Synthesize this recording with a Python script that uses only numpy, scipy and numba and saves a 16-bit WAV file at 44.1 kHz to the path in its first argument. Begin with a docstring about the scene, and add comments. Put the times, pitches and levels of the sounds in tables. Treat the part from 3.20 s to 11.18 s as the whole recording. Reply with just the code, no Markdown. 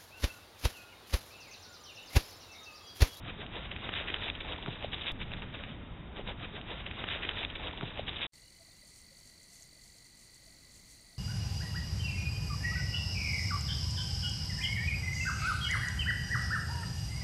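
"""An armadillo trots through dry leaves at night: crunching steps, sharp snaps and hollow knocks over rumble and hiss.
The end of this passage plays first, then the whole of it, joined by a hard cut. After a short silence a quieter
camera hears crickets, a far frog chorus and the animal rustling away over grass.
Leaves and grass are crowds of tiny ringing grains, snaps and knocks are single short bursts, crickets and frogs
are rows of short falling tones, and the cameras' own sounds are shaped noise."""
import sys
import numpy as np
from scipy import signal
from scipy.fft import rfft, irfft, next_fast_len
from scipy.io import wavfile
from scipy.ndimage import uniform_filter1d, map_coordinates
from numba import njit

SR = 44100
rng = np.random.default_rng(int(sys.argv[2]) if len(sys.argv) > 2 else 0)


def inscribe(sig):
    """Save sig as 16-bit PCM at rate SR to the path in sys.argv[1].

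    A 1-D sig is mono; a 2-D sig holds one channel per row.
    Samples are clipped to [-1, 1] before scaling.
    """
    pcm = np.round(np.clip(np.atleast_2d(sig).T, -1, 1) * 32767)
    wavfile.write(sys.argv[1], SR, pcm.astype(np.int16))


N = 351918
T = np.arange(N) / SR
LEAVES_START_S = 1.9196  # when the whole leaf passage begins
TRILLS_S = 5.14  # when the crickets and frogs begin


def undb(db):
    """Turns decibels into gain."""
    return 10 ** (np.asarray(db) / 20)


def on_log(hz, table):
    """Reads (pitch [Hz], level [dB]) points along a log-frequency axis."""
    f, db = np.transpose(table)
    return np.interp(np.log(hz), np.log(f), db)


def colour(x, table):
    """Filters without delay, following (frequency [Hz], level [dB]) points."""
    size = next_fast_len(len(x))
    hz = np.arange(size // 2 + 1) * SR / size + 1e-3
    return irfft(rfft(x, size) * undb(on_log(hz, table)), size)[:len(x)]


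def unit(x):
    """Scales a signal to an rms of 1."""
    return x / np.sqrt(np.mean(x ** 2))


def walk(rate):
    """Wandering curve: random levels held for 1 / rate seconds, then smoothed twice."""
    k = int(SR / rate)
    held = np.repeat(rng.standard_normal(N // k + 1), k)
    return 0.85 * uniform_filter1d(uniform_filter1d(held, k), k)[:N]


@njit
def ring(n, start, turn, fade, size):
    """Adds up grains, each a sine that swells quickly and dies away."""
    out = np.zeros(n)
    for k in range(len(start)):
        z, p = size[k] + 0j, np.exp(1j * turn[k] - fade[k])
        for i in range(min(int(8 / fade[k]), n - start[k])):
            out[start[k] + i] += fade[k] * i * z.imag
            z *= p
    return out


def grains(s, hz, cycles, size):
    """Places grains at times s, each lasting about the given number of cycles."""
    fade = 5 * hz / cycles / SR
    return ring(N, (s * SR).astype(np.int64), 2 * np.pi * hz / SR, fade, size)


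def hits(table, boost_db, lean):
    """Single bursts peaking at their times; a lean above 1 makes the fall longer than the rise."""
    out, reach = np.zeros(N + 3000), np.arange(-1500, 1500)
    t = reach / SR
    # each burst points up or down at random, give or take a little
    phases = np.pi * rng.integers(0, 2, len(table)) + .6 * rng.standard_normal(len(table))
    for (s, db, hz, ms), phase in zip(table, phases):
        span = ms / 1000 * np.where(t < 0, 1 / lean, lean)
        swell = np.exp(-2 * (t / span) ** 2)
        out[int(s * SR) + reach] += undb(db + boost_db) * swell * np.cos(2 * np.pi * hz * t + phase)
    return out[:N]


def crackle(t0, t1, rate, strength, gain, scatter_db, turns):
    """Random grains, rate per second, most small and a few large; gain(s, hz) shapes them."""
    u = rng.random((int(rate * (t1 - t0)), 5)).T
    s = t0 + (t1 - t0) * u[0]
    lo, hi = strength[0][0], strength[-1][0]
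    hz = lo * (hi / lo) ** u[1]
    cycles = turns * (0.33 + 1.14 * u[2])
    size = undb(scatter_db * np.minimum(-np.log(u[3]), 4.5))
    size = size / np.sqrt(np.mean(size ** 2)) * np.sign(u[4] - .5)
    # evens out the energy of long and short grains, and of dense and sparse ones
    same_energy = np.sqrt(40 * hz / cycles / rate)
    return grains(s, hz, cycles, size * same_energy * undb(on_log(hz, strength)) * gain(s, hz))


def bursts(s, at, db, ms):
    """Power of a rounded swell centred on the time at."""
    return undb(db) ** 2 * np.exp(-np.abs((s - at) / (ms / 1000)) ** 2.2)


def night_floor():
    """The second camera's quiet noise floor: coloured noise with a slowly wandering level."""
    # colour of the floor: (frequency [Hz], relative level [dB])
    night = [(12, -40), (20, 6.5), (125, 1), (300, -6.5), (420, -12), (750, -15.5), (1350, -18.5),
             (1780, -18.5), (2250, -12), (2700, -20.5), (3500, -16.5), (5000, -17.5), (9000, -22),
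             (12000, -27.5), (15400, -24.5)]
    return unit(colour(rng.standard_normal(N), night)) * undb(-62 + 1.0 * walk(3.08))


def rumble():
    """The first camera's own noise, split in three; the deep and middle parts swell separately."""
    # colour of the noise before the split: (frequency [Hz], relative level [dB])
    noise_colour = [(12, -31.5), (20, 2), (91, 1), (142, -5), (177, -4), (442, -15.5), (483, -16),
                    (3280, -27), (3750, -24), (4100, -54), (5330, -77.5), (9020, -120)]
    # middle part's level before its random swell: (time [s], level [dB])
    middle_level = [(1.92, -46), (2.8, -48.5), (2.9, -50.5), (4.5, -51), (4.7, -48), (5.07, -53.5)]
    noise = colour(rng.standard_normal(N), noise_colour)
    deep = colour(noise, [(85, 0), (125, -40)])
    hum = colour(noise - deep, [(280, 0), (420, -40)])
    hiss = noise - deep - hum
    hum_db = np.interp(T, *np.transpose(middle_level))
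    deep = unit(deep) * undb(-48 + 1.5 * walk(5))
    hum = unit(hum) * undb(hum_db + 0.86 * walk(4.7))
    return deep + hum + unit(hiss) * undb(-53)


def trill(pace, past, hz, fall_hz, duty, db, blur):
    """One short falling tone per stroke; blur adds the smear of echoes and of others at the same pitch."""
    scatter_db, slip_rad = 1.2, 1.7  # random spread of strength and of phase step from stroke to stroke
    # past is the share of a stroke already gone when the trills begin
    count = past + np.cumsum(np.interp(T, *np.transpose(pace)) * (T > TRILLS_S)) / SR
    place, stroke = count - np.round(count), np.round(count).astype(int) + 1
    chance = rng.standard_normal((400, 2)).T
    size = undb(scatter_db * chance[0])[stroke]
    slip = np.cumsum(slip_rad * chance[1])[stroke]
    shape = np.exp(-(place / duty) ** 2)
    falling_hz = hz - fall_hz * np.tanh(place / duty)
    tone = unit(size * shape * np.sin(2 * np.pi * np.cumsum(falling_hz) / SR + slip))
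    band = [(hz / 2, -80), (hz - 2.1 * fall_hz - 40, -25), (hz - 1.1 * fall_hz, 0),
            (hz + 0.49 * fall_hz, 0), (hz + 3.0 * fall_hz, -25), (2 * hz, -80)]
    smear = unit(colour(rng.standard_normal(N), band))
    return undb(db) * (tone + blur * smear)


def frog_chorus():
    """Far frogs: a steady run of soft pulses, blurred together by many voices and echoes."""
    # pace of the pulses: (time [s], rate [pulses per second])
    pulse_pace = [(5.14, 29.934)]
    return trill(pulse_pace, .424, hz=2015, fall_hz=84.0, duty=.33, db=-79.5, blur=2.6)


def far_croaks():
    """Low croaks: clearer ones are single bursts, the fainter ones behind them are long grains."""
    # clearer croaks: (time [s], peak before a shared trim [dB], pitch [Hz], length before the lean [ms])
    clear_croaks = [(5.4119, -57, 666, 17), (5.4869, -60, 650, 5.8), (5.6354, -60, 610, 7.2),
                    (5.9212, -59.4, 545, 12), (6.4122, -63, 660, 8.2), (6.5281, -61, 615, 4.8),
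                    (6.5655, -61, 600, 5.5), (6.7522, -63.6, 530, 5), (7.2314, -61, 537, 3.2),
                    (7.2763, -61, 645, 14), (7.4645, -68, 543, 14), (7.8088, -64.2, 570, 9.4)]
    # strength of the fainter croaks by pitch: (pitch [Hz], relative level [dB])
    faint_strength = [(500, -9), (555, 0.5), (610, -14), (670, 3), (700, 4)]
    steady = lambda s, hz: undb(-80)
    faint = crackle(5.1, 8.9, 64, faint_strength, steady, scatter_db=2.0, turns=35)
    return hits(clear_croaks, -1.7, lean=1.4) + faint


def faint_chirps():
    """A few faint chirps, each one short burst of tone."""
    # (time [s], peak before a shared trim [dB], pitch [Hz], length before the lean [ms])
    chirp_list = [(5.182, -66, 2800, 6.0), (5.238, -65, 2850, 8.2), (5.258, -64, 2850, 5.0),
                  (5.277, -60, 2920, 6.3), (5.29, -65, 2900, 6.0), (5.365, -63, 3000, 6.0),
                  (5.52, -64, 3650, 12.0), (5.568, -68, 2800, 6.0)]
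    return hits(chirp_list, -1.2, lean=1.1)


def crickets():
    """Three cricket voices, one falling tone per wing stroke; the high one pauses between phrases."""
    # pace of the wing strokes of each voice: (time [s], rate [strokes per second])
    near_pace = [(5.14, 47.952)]
    far_pace = [(5.14, 46.521)]
    high_pace = [(5.14, 41.19), (5.42, 42.45), (5.47, 53.61), (6.2, 55), (7.77, 52.04), (7.8, 46.59)]
    # middles of the high cricket's pauses: (time [s])
    pauses = [5.439, 5.554, 5.668, 5.888, 6.022, 6.166, 6.306, 6.495, 6.637, 6.79, 6.932, 7.091, 7.217,
              7.365, 7.499, 7.654, 7.792]
    near = trill(near_pace, .143, hz=4553, fall_hz=170.1, duty=0.16, db=-66.5, blur=0.53)
    far = trill(far_pace, .338, hz=4145, fall_hz=179.4, duty=.22, db=-75, blur=1.45)
    high = trill(high_pace, .15, hz=8950, fall_hz=304.3, duty=0.18, db=-69.0, blur=0.33)
    rest_s = .012  # from the middle of a pause out to its edge
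    high = high * np.prod([1 - np.exp(-((T - s) / rest_s) ** 4) for s in pauses], axis=0)
    return near + far + high


def swish(s, hz):
    """How hard the grass is brushed at time s: one swell per stride over a steady faint rustle."""
    # strides: (time [s], relative level [dB], time from middle to edge [ms])
    strides = [(5.15, -69, 40), (5.46, -74, 30), (5.69, -67, 30), (5.775, -63, 28), (5.99, -66, 20),
               (6.08, -65, 25), (6.235, -67, 15), (6.345, -62.5, 43), (6.425, -63, 29), (6.65, -66.5, 46),
               (6.77, -68.5, 30), (6.86, -67, 9.6), (7.02, -66, 44), (7.15, -68, 16), (7.28, -69, 50),
               (7.56, -64.5, 45), (7.725, -63.5, 49)]
    return np.sqrt(undb(-69) ** 2 + sum(bursts(s, *row) for row in strides))


def grass():
    """The animal leaving over grass: dense rustling grains, a few stronger ones, and sharp ticks."""
    # strength of the rustle by pitch: (pitch [Hz], relative level [dB])
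    straw = [(2500, -13), (4800, -15), (6300, 5.5), (8000, 1), (10500, -2), (13000, -12)]
    # ticks: (time [s], peak before a shared trim [dB], pitch [Hz])
    tick_list = [(5.7693, -47.6, 7780), (5.7897, -44, 8420), (5.8177, -43, 8540), (5.9821, -44, 8630),
                 (6.2316, -44.6, 7020), (6.3206, -46, 8310), (6.3329, -47.1, 7780), (6.3651, -45, 7320),
                 (6.424, -39, 6950), (6.4314, -40, 7040), (6.6198, -48, 8090), (6.7843, -44.5, 6420),
                 (7.1453, -40, 7810), (7.7228, -43.8, 7330)]
    tick_ms = .3  # before the lean
    rustle = undb(4.5) * crackle(5.1, 7.98, 12000, straw, swish, scatter_db=1.5, turns=6.6)
    sparse_band = [(6500, 0), (8800, -1)]
    sparse = undb(-9) * crackle(5.1, 7.98, 60, sparse_band, swish, scatter_db=2.5, turns=4)
    ticks = hits([(s, db, hz, tick_ms) for s, db, hz in tick_list], -2.2, lean=1.9)
    return rustle + sparse + ticks


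def second_camera():
    """Frogs, croaks, crickets and grass over a quiet floor, starting abruptly."""
    sound = night_floor() + frog_chorus() + far_croaks() + faint_chirps() + crickets() + grass()
    full_s = 5.134
    opening_s = [full_s - .012, full_s - .0115, full_s - .001, full_s]
    return sound * np.interp(T, opening_s, [0, .15, .2, 1])


def crush(s, hz):
    """How hard the litter is pressed at time s, as heard at each pitch: low thud, high crackle."""
    # footfalls: (time [s], relative level [dB], time from middle to edge [ms], thud against crackle [dB])
    steps = [(2.017, -38, 13.4, -12), (2.079, -53, 36, -8), (2.123, -43.5, 18, -7), (2.143, -43, 4.9, -13),
             (2.179, -48, 21, -6), (2.23, -43, 9.7, -7), (2.348, -41.5, 13, -7), (2.397, -46, 32, -8),
             (2.447, -44, 8.9, -16), (2.502, -47, 31, -8), (2.983, -43, 23.5, -0.5), (3.095, -40, 22.6, -5),
             (3.213, -47.5, 24, -5.5), (3.243, -41, 17, -5.5), (3.367, -42.5, 23, -6),
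             (3.515, -41.5, 28, -3), (3.58, -47, 37, -19), (3.607, -42.5, 7.9, -12.5), (3.67, -42, 9, -8.5),
             (3.713, -39, 5.4, -26), (3.799, -41.5, 25, -4.5), (3.84, -39, 5.2, -7),
             (3.922, -34, 37, -16.5), (4.039, -37.5, 17, -31), (4.101, -38.5, 18, -16.5),
             (4.196, -38, 37, -7.5), (4.236, -38, 12, -10.5), (4.304, -42.5, 4.6, -11),
             (4.357, -35.5, 5.1, -10), (4.437, -43, 40, -3), (4.47, -40, 22.6, -2.5),
             (4.581, -46.5, 8.9, -2.5), (4.63, -45.5, 10.2, 4.5), (4.681, -44, 26, -6),
             (4.783, -43.5, 19, -3.5), (4.887, -32.5, 9.9, -11), (4.97, -40.5, 54, -13.5),
             (5.038, -36.5, 20, -11)]
    # leaves stirred between the footfalls: (time [s], relative level [dB])
    stirring = [(1.92, -56), (2.31, -54), (2.65, -61), (3.0, -67), (3.3, -54.5), (4.05, -42.5),
                (4.28, -47.5), (4.72, -49), (5.07, -50.5)]
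    # the crackle brightens as the animal comes close: (time [s], dull against bright [dB per octave])
    dullness = [(1.92, 0.5), (2.5, 0.5), (3.2, 0.2), (4.04, 0.6), (4.1, -2), (5.07, -5.5)]
    stir_thud_db = -6  # thud against crackle between the footfalls
    thud = np.clip(np.log2(1400 / hz) / 0.32, 0, 1)
    dull = (1 - thud) * np.clip(np.log2(2600 / hz), -.7, .7)
    power = undb(np.interp(s, *np.transpose(stirring)) + thud * stir_thud_db) ** 2
    power = power + sum(bursts(s, at, db + thud * low_db, ms) for at, db, ms, low_db in steps)
    return np.sqrt(power) * undb(dull * np.interp(s, *np.transpose(dullness)))


def leaf_colour(s, hz, patchy_db, cell_s, cell_octaves):
    """Different leaves favour different pitches, so the colour changes from moment to moment."""
    grid = rng.standard_normal((600, 24))
    cell = [(s - LEAVES_START_S) / cell_s, np.log2(hz / 200) / cell_octaves]
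    return undb(patchy_db * map_coordinates(grid, cell, order=1, mode="wrap"))


def leaves():
    """Dry leaves crushed underfoot: a dense crowd of grains that follows the pressing feet."""
    # strength of the grains by pitch: (pitch [Hz], relative level [dB])
    leaf_strength = [(250, -4), (500, -2), (900, -0.5), (1400, -6), (2200, -3.5), (3200, -2), (4200, 7)]
    press = lambda s, hz: crush(s, hz) * leaf_colour(s, hz, patchy_db=2.5, cell_s=.012, cell_octaves=0.395)
    return undb(2.5) * crackle(1.9, 5.1, 9000, leaf_strength, press, scatter_db=2.0, turns=5.0)


def snaps():
    """Twigs and leaf ribs snap: a click, then the broken piece rings briefly; lesser snaps follow the feet."""
    # loudest snaps: (time [s], click peak before a shared trim [dB], click pitch [Hz])
    snap_list = [(2.017, -27, 2400), (2.1187, -25, 2790), (2.137, -20, 2870), (2.169, -31, 2970),
                 (2.2218, -23, 3020), (2.4378, -22.5, 2530), (3.076, -23, 3340), (3.087, -38, 1920),
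                 (3.201, -31, 2000), (3.3681, -27, 2520), (3.4141, -27, 3070), (3.6638, -23, 2780),
                 (3.6657, -24, 2530), (3.713, -22, 2730), (3.841, -18.5, 2480), (3.8783, -30, 2530),
                 (3.888, -17.5, 2190), (3.9105, -25, 2290), (3.9158, -27.5, 2580), (3.924, -23, 2730),
                 (3.951, -25, 2460), (4.0283, -25, 3150), (4.034, -18.5, 2680), (4.052, -20.5, 2970),
                 (4.0895, -22, 2640), (4.0923, -10.5, 3140), (4.2312, -20.5, 2930), (4.2386, -23, 3100),
                 (4.2497, -13.5, 3190), (4.3018, -25.5, 3040), (4.3555, -26, 2660), (4.437, -24, 2300),
                 (4.472, -22, 3360), (4.5122, -25.5, 2430), (4.532, -29.5, 2700), (4.576, -27, 2900),
                 (4.6109, -24, 2640), (4.6302, -26, 2250), (4.684, -32, 2910), (4.775, -26, 2380),
                 (4.7952, -24, 3070), (4.8814, -24.5, 2290), (4.8844, -25, 2640), (5.0185, -23, 2760),
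                 (5.029, -19, 3130), (5.041, -23.5, 3220), (5.062, -23.5, 3500)]
    snap_ms = .27  # before the lean
    s, db = np.transpose(snap_list)[:2]
    u = rng.random((len(s), 2)).T
    # the ringing piece has a random pitch of its own
    after = grains(s + .0003, 2500 + 1300 * u[0], 5 * (.6 + u[1]), undb(db - 1.5))
    small_band = [(2100, -1), (3400, 0)]
    small = undb(-8.5) * crackle(1.9, 5.1, 300, small_band, crush, scatter_db=1.5, turns=3.5)
    clicks = hits([(at, peak, hz, snap_ms) for at, peak, hz in snap_list], -2.0, lean=1.2)
    return clicks + after + small


def knocks():
    """A foot knocks on wood, stone or packed soil: short hollow bursts of low tone."""
    # (time [s], peak before a shared trim [dB], pitch [Hz], length before the lean [ms])
    knock_list = [(2.9965, -30.5, 550, 1.8), (3.0878, -30, 580, 1.4), (3.1106, -33, 504, 1.4),
                  (3.345, -39, 400, 5.8), (3.5134, -31, 422, 2.5), (3.8204, -28, 402, 0.74),
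                  (3.8409, -24.5, 527, 0.29), (3.8807, -28.5, 473, 0.44), (3.9608, -30.5, 530, 1.1),
                  (4.0517, -36.5, 325, 3.9), (4.1701, -29.5, 490, 0.73), (4.2177, -30.5, 660, 1.25),
                  (4.537, -37, 936, 3.2), (4.611, -31, 1274, 1.2), (4.6335, -28, 315, 2.1),
                  (4.636, -28, 140, 6.6), (4.7953, -23.5, 605, 1.9), (5.0023, -29, 514, 0.39)]
    return hits(knock_list, -1.5, lean=1.5)


def first_camera():
    """Leaves, snaps and knocks over rumble, cut off at the camera's band edge; the end also plays first."""
    # upper band edge: (frequency [Hz], level [dB])
    band_edge = [(3750, 0), (3950, -10), (4130, -38.5), (5200, -39), (5600, -91)]
    # swing of the signal's offset as the passage starts:
    # (starting offset [full scale], fall time [s], slow rebound [full scale], rebound time [s])
    settle = (-.016, .035, .011, .15)
    end_s, fade_s = 5.0686, .0004
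    passage = colour(leaves() + snaps() + knocks() + rumble(), band_edge)
    age = np.maximum(T - LEAVES_START_S, 0)
    # a very short fade at each end, stopping at 30 percent
    passage = passage * np.clip(np.minimum(age, end_s - T) / fade_s, .3, 1)
    dip, dip_s, rebound, rebound_s = settle
    passage = passage + (dip - rebound) * np.exp(-age / dip_s) + rebound * np.exp(-age / rebound_s)
    a, b = int(LEAVES_START_S * SR), int(end_s * SR)
    return np.concatenate([passage[b - a:b], passage[a:b], np.zeros(N - b)])


def scene():
    """Both cameras one after the other over a trace of hiss."""
    hush = undb(-97.5) * rng.standard_normal(N)
    return (second_camera() + first_camera() + hush)[None]


def record(dry):
    """A steep low-pass filter removes the highest treble."""
    top_hz = 15550
    return signal.sosfilt(signal.ellip(10, .2, 60, top_hz, fs=SR, output="sos"), dry)


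dry = scene()
out = record(dry)
inscribe(out)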